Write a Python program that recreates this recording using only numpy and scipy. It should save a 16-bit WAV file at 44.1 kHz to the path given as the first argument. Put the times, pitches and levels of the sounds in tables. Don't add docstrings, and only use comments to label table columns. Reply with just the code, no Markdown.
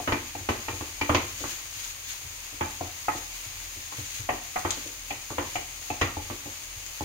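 import sys
import numpy as np
from scipy import signal
from scipy.fft import rfft, irfft, next_fast_len
from scipy.io import wavfile
from scipy.ndimage import uniform_filter1d, map_coordinates

SR = 44100
rng = np.random.default_rng(int(sys.argv[2]) if len(sys.argv) > 2 else 0)


def to_wav(sig):
    pcm = np.clip(np.atleast_2d(sig), -1, 1) * 32767
    pcm = np.round(pcm).astype(np.int16)
    wavfile.write(sys.argv[1], SR, pcm.T)


N = 310720
RING = np.arange(17000) / SR
LEFT_RIGHT = np.array([[1], [-1]])


def amp(db):
    return 10 ** (np.asarray(db) / 20)


def unit(x):
    return x / np.sqrt(np.mean(x ** 2) + 1e-20)


def crest(x, size=350):
    power = uniform_filter1d(np.mean(x ** 2, 0), size)
    return x / np.sqrt(power.max() + 1e-20)


def along(points, hz):
    f, v = np.transpose(points)
    return np.interp(np.log(hz + 1), np.log(f + 1), v)


def wobble(rate):
    knots = rng.standard_normal(int(N * rate / SR) + 4)
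    return map_coordinates(knots, [np.arange(N) * rate / SR])


def filtered(x, response, size=8192):
    m = next_fast_len(x.shape[-1] + size)
    spectrum = rfft(x, m) * response(np.fft.rfftfreq(m, 1 / SR))
    return irfft(spectrum, m)[..., :x.shape[-1]]


def add(track, s, sound):
    part = track[:, max(round(s * SR), 0):][:, :sound.shape[1]]
    part += sound[:, :part.shape[1]]


# (frequency [Hz], left-right likeness [-1 to 1])
LIKENESS = [(110, 0.98), (280, 0.96), (600, 0.55), (1200, 0.068), (2200, -0.17), (4000, -0.038)]


def port_angle(hz):
    return np.arccos(np.clip(along(LIKENESS, hz), -1, 1)) / 2


def spread(pair, spectrum):
    def mid_side(hz):
        angle = port_angle(hz)
        return amp(along(spectrum, hz)) * [np.cos(angle), np.sin(angle)]

    mid, side = filtered(pair, mid_side)
    return unit(np.array([mid + side, mid - side]))


def ring(modes, scatter_db, attack, detune=0.012):
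    hz, db, t60 = np.transpose(modes)[:, :, None]
    size = amp(db + scatter_db * rng.standard_normal(hz.shape) - 60 * RING / t60)
    apart = port_angle(hz) * rng.choice([-1, 1], hz.shape)
    detuned = hz * (1 + detune * rng.standard_normal(hz.shape))
    phase = 2 * np.pi * (detuned * RING + rng.random(hz.shape))
    pair = np.array([np.sum(size * np.sin(phase + side * apart), 0) for side in (1, -1)])
    return crest(pair * (1 - np.exp(-RING / attack)))


def favoured(modes, place_hz, slope_db):
    return [(hz, db - slope_db * abs(np.log2(hz / place_hz)), t60) for hz, db, t60 in modes]


def burst(spectrum, t60, attack=0.0013):
    noise = spread(rng.standard_normal((2, len(RING))), spectrum)
    return crest(noise * amp(-60 * RING / t60) * (1 - np.exp(-RING / attack)))


# (frequency [Hz], t60 [s])
ROOM_DECAY = [(90, 0.7), (350, 0.39), (900, 0.36), (3000, 0.4), (10000, 0.13)]


def kitchen(x, wet_db, early_db=-9, delay=0.0066):
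    white = spread(rng.standard_normal((2, len(RING))), [(1, 0)])
    hz, t, z = signal.stft(white, SR, nperseg=256)
    decayed = z * amp(-60 * t / along(ROOM_DECAY, hz)[:, None])
    tail = signal.istft(decayed, SR, nperseg=256)[1][:, :len(RING)]
    tail = tail * (1 - np.exp(-(RING / delay) ** 2))
    near = rng.standard_normal(tail.shape) * (RING > 0.002) * amp(-60 * RING / 0.051)
    answer = amp(wet_db) * tail / np.linalg.norm(tail[0]) + amp(early_db) * near / np.linalg.norm(near[0])
    return x + signal.fftconvolve(x, answer, axes=1)[:, :len(RING)]


# (frequency [Hz], level [dB])
HUM_TONES = [(39.5, -58.5), (79, -62), (120, -67.5)]
# (frequency [Hz], relative density [dB per Hz])
ROOM_RUMBLE = [(15, -22), (28, -4), (43, 10.5), (60, -25), (82, 3), (120, -4.5), (170, -23), (290, -9),
               (420, -17.5), (850, -19), (2000, -27)]


def appliance():
    t = np.arange(N) / SR
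    hum = np.zeros(N)
    for hz, db in HUM_TONES:
        level = amp(db + 0.31 * wobble(3.15)) * np.sqrt(2)
        hum += level * np.sin(2 * np.pi * hz * t + 0.32 * wobble(2.95))
    return hum + amp(-56.5) * spread(rng.standard_normal((2, N)), ROOM_RUMBLE)


# (frequency [Hz], relative level [dB], t60 [s])
STOVE_MODES = [(77.6, -6.5, 0.2), (90.7, 1.5, 0.18), (120, -2, 0.13)]


def stove_thud():
    return ring(STOVE_MODES, scatter_db=3.5, attack=0.0058)


# (frequency [Hz], relative level [dB], t60 [s])
PAN_MODES = [(240.7, -6.5, 0.19), (292.7, 2.5, 0.16), (347.4, -2, 0.18), (415.4, -9.5, 0.14),
             (490.4, -3.5, .11)]
# (frequency [Hz], relative density [dB per Hz])
GRATE_THUMP = [(130, -23), (200, -8.5), (300, 2), (420, 1.5), (600, 1), (900, -29)]


def pan_body():
    bend = ring(PAN_MODES, scatter_db=2.5, attack=0.0055, detune=0.0049)
    thump = burst(GRATE_THUMP, t60=0.26, attack=0.00083)
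    return crest(bend + amp(-3.5) * thump)


# (time [s], stove level [dB], pan level [dB]), ahead of the echoes
PAN_ROCKS = [(0.399, -42, -52), (0.568, -44, -65), (0.73, -41, -47), (1.404, -49, -41.5), (1.76, -48, -72),
             (2.248, -43.5, -62), (2.525, -51, -49.5), (3.148, -43, -40.5), (3.456, -44.5, -65),
             (3.765, -47, -51), (3.982, -37, -44.5), (4.193, -37, -54), (4.318, -44, -41),
             (4.769, -51, -43.5), (4.853, -51, -43), (6.763, -43.5, -72)]


def rocks():
    out = np.zeros((2, N))
    for s, stove_db, pan_db in PAN_ROCKS:
        low = amp(stove_db) * stove_thud() + amp(pan_db) * pan_body()
        add(out, s, kitchen(low, wet_db=-17, early_db=-22))
    return out


# (time [s], level [dB]), ahead of the echoes
OIL_SPITS = [(4.5922, -40.5), (4.7062, -26.5), (4.8737, -43), (6.8625, -42.5)]
# (frequency [Hz], relative density [dB per Hz])
SPIT_COLOUR = [(1000, -9), (3000, 2.5), (5000, 2), (8500, 0), (11000, -19), (15000, -17)]


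def spits():
    out = np.zeros((2, N))
    for s, db in OIL_SPITS:
        spit = amp(db) * burst(SPIT_COLOUR, t60=0.025, attack=0.00057)
        add(out, s, kitchen(spit, wet_db=-4.0, early_db=-5.5))
    return out


# (frequency [Hz], relative level [dB], t60 [s])
SPATULA_MODES = [(728, -1, 0.057), (774, -5, 0.029), (836, -3, 0.054), (879, -4.5, 0.065)]


def spatula_tock(spatula_hz):
    modes = favoured(SPATULA_MODES, spatula_hz, slope_db=46.0)
    return ring(modes, scatter_db=1.5, attack=0.00063, detune=0.0023)


# (frequency [Hz], relative level [dB], t60 [s])
FLOOR_MODES = [(590, -9.5, 0.023), (641, -1.5, 0.023), (910, -14.5, 0.052), (1064, -0.5, 0.038),
               (1150, -6, 0.069), (1275, -4.5, 0.044), (1406, -16.5, 0.052), (1526, -15.5, 0.068)]
# (frequency [Hz], relative density [dB per Hz])
FLOOR_CLATTER = [(200, -5.5), (450, -3), (900, 5.5), (1250, 2), (1650, -2), (2200, -15), (3000, -34)]


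def floor_clack():
    tone = ring(FLOOR_MODES, scatter_db=4.5, attack=0.0005)
    return crest(tone + amp(-1.5) * burst(FLOOR_CLATTER, t60=0.15, attack=0.00022))


# (frequency [Hz], relative level [dB], t60 [s])
RIM_MODES = [(2263, -5, 0.12), (2357, 1, 0.16), (2424, -2, 0.074), (2612, 3, 0.038), (2953, 1, 0.061)]


def rim_ring(place_hz):
    modes = favoured(RIM_MODES, place_hz, slope_db=14)
    return ring(modes, scatter_db=5.5, attack=0.0011, detune=0.0059)


# (time [s], strength [dB], weight behind the blow [0-1],
# hardness [0 on onion to 1 on bare metal], place [0 floor to 1 rim], spatula pitch [Hz])
SPATULA_KNOCKS = [(0.001, -40, 0.29, 0.43, 0.78, 734), (0.075, -33.5, 1, 0.36, 0.17, 818.0),
                  (0.121, -27.0, 0.71, 0.65, 0.45, 890.0), (0.351, -39.5, 0.35, 0.51, 0.69, 800),
                  (0.488, -27.5, 0.82, 0.54, 0.42, 899.0), (0.683, -35.5, 0.63, 0.7, 0.46, 860),
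                  (0.808, -38.0, 1, 0.43, 0.51, 686.0), (1.012, -31, 0.58, 0.86, 0.54, 894.0),
                  (1.093, -27.5, 1, 0.19, 0.21, 912.0), (1.146, -26.5, 0.98, 0.64, 0.32, 880.0),
                  (1.439, -36.5, 0.58, 0.12, 0.32, 850.0), (2.609, -30.5, 0.6, 0.45, 0.42, 888.0),
                  (2.809, -34, 0.5, 0.072, 0.65, 760), (3.083, -36, 0.0, 0.4, 0.073, 834.0),
                  (3.921, -51.5, 0.46, 0.44, 0.098, 825), (4.29, -33, 0.2, 0.55, 0.23, 710.0),
                  (4.559, -40, 0.01, 0.49, 0.061, 750), (4.649, -30.5, 0.63, 0.3, 0.38, 870),
                  (5.106, -39.0, 0.36, 1.0, 0.57, 833), (5.303, -38.0, 0.68, 0.0, 0.57, 814),
                  (5.382, -31.5, 0.63, 0.36, 0.3, 890), (5.555, -37.0, 0.25, 0.91, 0.45, 777),
                  (5.902, -33.0, 0.47, 0.67, 0.82, 790), (6.013, -28.5, 0.94, 0.59, 0.27, 850),
                  (6.168, -35.0, 0.59, 0.0, 0.94, 845.0), (6.3, -38.5, 0.97, 0.33, 0.37, 912.0),
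                  (6.457, -40.5, 0.73, 0, 1.0, 850), (7.007, -33.5, 0.58, 0.0, 0.89, 845)]
PART_ANSWERS = {"stove": (-11, 11, -1, 2.5), "pan": (-5, 6, 0.5, -1), "spatula": (13.5, -21, 0, 0),
                "floor": (10, 1, -0.5, -23.5), "rattle": (-1.5, 0.5, 20.5, -32), "rim": (-25, -1, 27, 6.5),
                "click": (-47.5, 22.5, 34, -4.5)}
# (frequency [Hz], relative density [dB per Hz])
RATTLE_COLOUR = [(1000, -33), (1550, -34), (1850, 3), (2300, -4), (2750, -4.5), (3300, -8), (6000, -56)]
# (frequency [Hz], relative density [dB per Hz])
CLICK_COLOUR = [(1500, -32), (3200, 9.5), (5000, 10), (7000, 0), (10000, -29), (15000, -30)]
RIM_HZ, RIM_SAG_HZ = 2850, 700
DULL_HZ, BITE_OCTAVES = 2570, 2.6
RIM_LEFT_DB = 4.2


def knocks():
    out = np.zeros((2, N))
    for s, db, weight, hardness, place, spatula_hz in SPATULA_KNOCKS:
        blow = [1, weight, hardness, place]
        gain = {part: amp(db + np.dot(answer, blow)) for part, answer in PART_ANSWERS.items()}
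        low = gain["stove"] * stove_thud() + gain["pan"] * pan_body()
        middle = gain["spatula"] * spatula_tock(spatula_hz) + gain["floor"] * floor_clack()
        middle = middle * amp(RIM_LEFT_DB * place * LEFT_RIGHT / 2)
        rattle = gain["rattle"] * burst(RATTLE_COLOUR, t60=0.08, attack=0.0017)
        rim = gain["rim"] * rim_ring(RIM_HZ - RIM_SAG_HZ * weight)
        click = gain["click"] * burst(CLICK_COLOUR, t60=0.1, attack=0.00054)
        corner_hz = DULL_HZ * 2 ** (BITE_OCTAVES * hardness * weight)
        high = filtered(rattle + rim + click, lambda hz: 1 / np.sqrt(1 + (hz / corner_hz) ** 20))
        add(out, s, kitchen(low, wet_db=-14.5, early_db=-25.0))
        add(out, s, kitchen(middle + high, wet_db=-7.8, early_db=-9.5))
    return out


TAIL_DB, TAIL_RISE_S, TAIL_FADE_S = -14, 0.024, 0.12


def knock_tails(t):
    power = np.zeros(N)
    for s, db, *_ in SPATULA_KNOCKS:
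        age = np.clip(t - s, 0, 2)
        swell = (1 - np.exp(-age / TAIL_RISE_S)) * np.exp(-age / TAIL_FADE_S)
        power += (amp(db + TAIL_DB) * swell) ** 2
    return np.sqrt(power)


def bubbles(spectrum, rate, size_db, hiss_db):
    sizes = amp(size_db * rng.standard_normal((2, N)).clip(-3, 3))
    pops = (rng.random((2, N)) < rate / SR) * rng.choice([-1, 1], (2, N)) * sizes
    return spread(unit(pops) + amp(hiss_db) * rng.standard_normal((2, N)), spectrum)


# (time of the middle [s], time from there to 1/e [s], level [dB])
ONION_SWISHES = [(1.245, 0.16, -46.5), (1.49, 0.092, -40.5), (1.835, 0.087, -40.5), (2.11, .077, -41),
                 (2.816, 0.045, -51), (3.177, .068, -45), (3.982, 0.16, -45), (4.175, 0.086, -44.5),
                 (4.81, 0.14, -46), (5.56, 0.092, -46.5), (6.644, 0.14, -60)]
# (frequency [Hz], relative density [dB per Hz])
SWISH_COLOUR = [(500, -40), (1500, -3.5), (2500, 1.5), (4500, 0), (6500, -4), (10000, -6), (15000, -5.5)]
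# (frequency [Hz], relative density [dB per Hz])
SIZZLE_COLOUR = [(200, -26), (700, -29), (1500, -15), (2500, 1), (3500, -2.5), (5000, 0.5), (6500, -4),
                 (9000, -2.5), (12500, -3.5), (15500, -2.5)]
# (frequency [Hz], relative density [dB per Hz])
CRACKLE_COLOUR = [(150, -14), (400, -11.5), (900, -4), (1500, -5), (2200, 1), (3000, -2.5), (4500, -6.5),
                  (9000, -28)]
SIZZLE_DB, CRACKLE_DB = -42.5, -48.5


def frying():
    t = np.arange(N) / SR
    flare = 0.3 * wobble(3) + 0.35 * wobble(9) + 0.5 * wobble(35)
    sizzle = amp(SIZZLE_DB + flare) * bubbles(SIZZLE_COLOUR, rate=2500, size_db=2.5, hiss_db=5.0)
    crackle_level = np.hypot(amp(CRACKLE_DB), knock_tails(t)) * amp(flare)
    crackle = crackle_level * bubbles(CRACKLE_COLOUR, rate=700, size_db=2.5, hiss_db=3.5)
    sweep = np.zeros(N)
    for middle, length, db in ONION_SWISHES:
        sweep += amp(db) * np.exp(-np.minimum(((t - middle) / length) ** 2, 20))
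    swish = sweep * amp(2.2 * wobble(45)) * bubbles(SWISH_COLOUR, rate=1500, size_db=3.5, hiss_db=5.5)
    return sizzle + crackle + swish


def scene():
    return appliance() + rocks() + spits() + knocks() + frying()


# (frequency [Hz], gain [dB])
LEFT_PORT = [(800, 2), (1200, 0.5), (2000, 2.5), (5600, 1), (6250, 13.5), (6650, 19), (7100, 11.5),
             (7650, 2), (9000, 4.5), (10300, 0.5), (11300, -11), (12200, 4.5), (15000, 0)]
# (frequency [Hz], gain [dB])
RIGHT_PORT = [(700, 1), (1200, 5.5), (2000, 2), (5200, 2.5), (6800, 3), (7850, -8), (8600, 0),
              (10100, -4.5), (11200, -4.5), (12200, 0.5), (15000, 0.5)]
TOP_HZ = 15780


def record(dry):
    return filtered(dry, lambda hz: amp([along(LEFT_PORT, hz), along(RIGHT_PORT, hz)]) * (hz < TOP_HZ))


dry = scene()
out = record(dry)
to_wav(out)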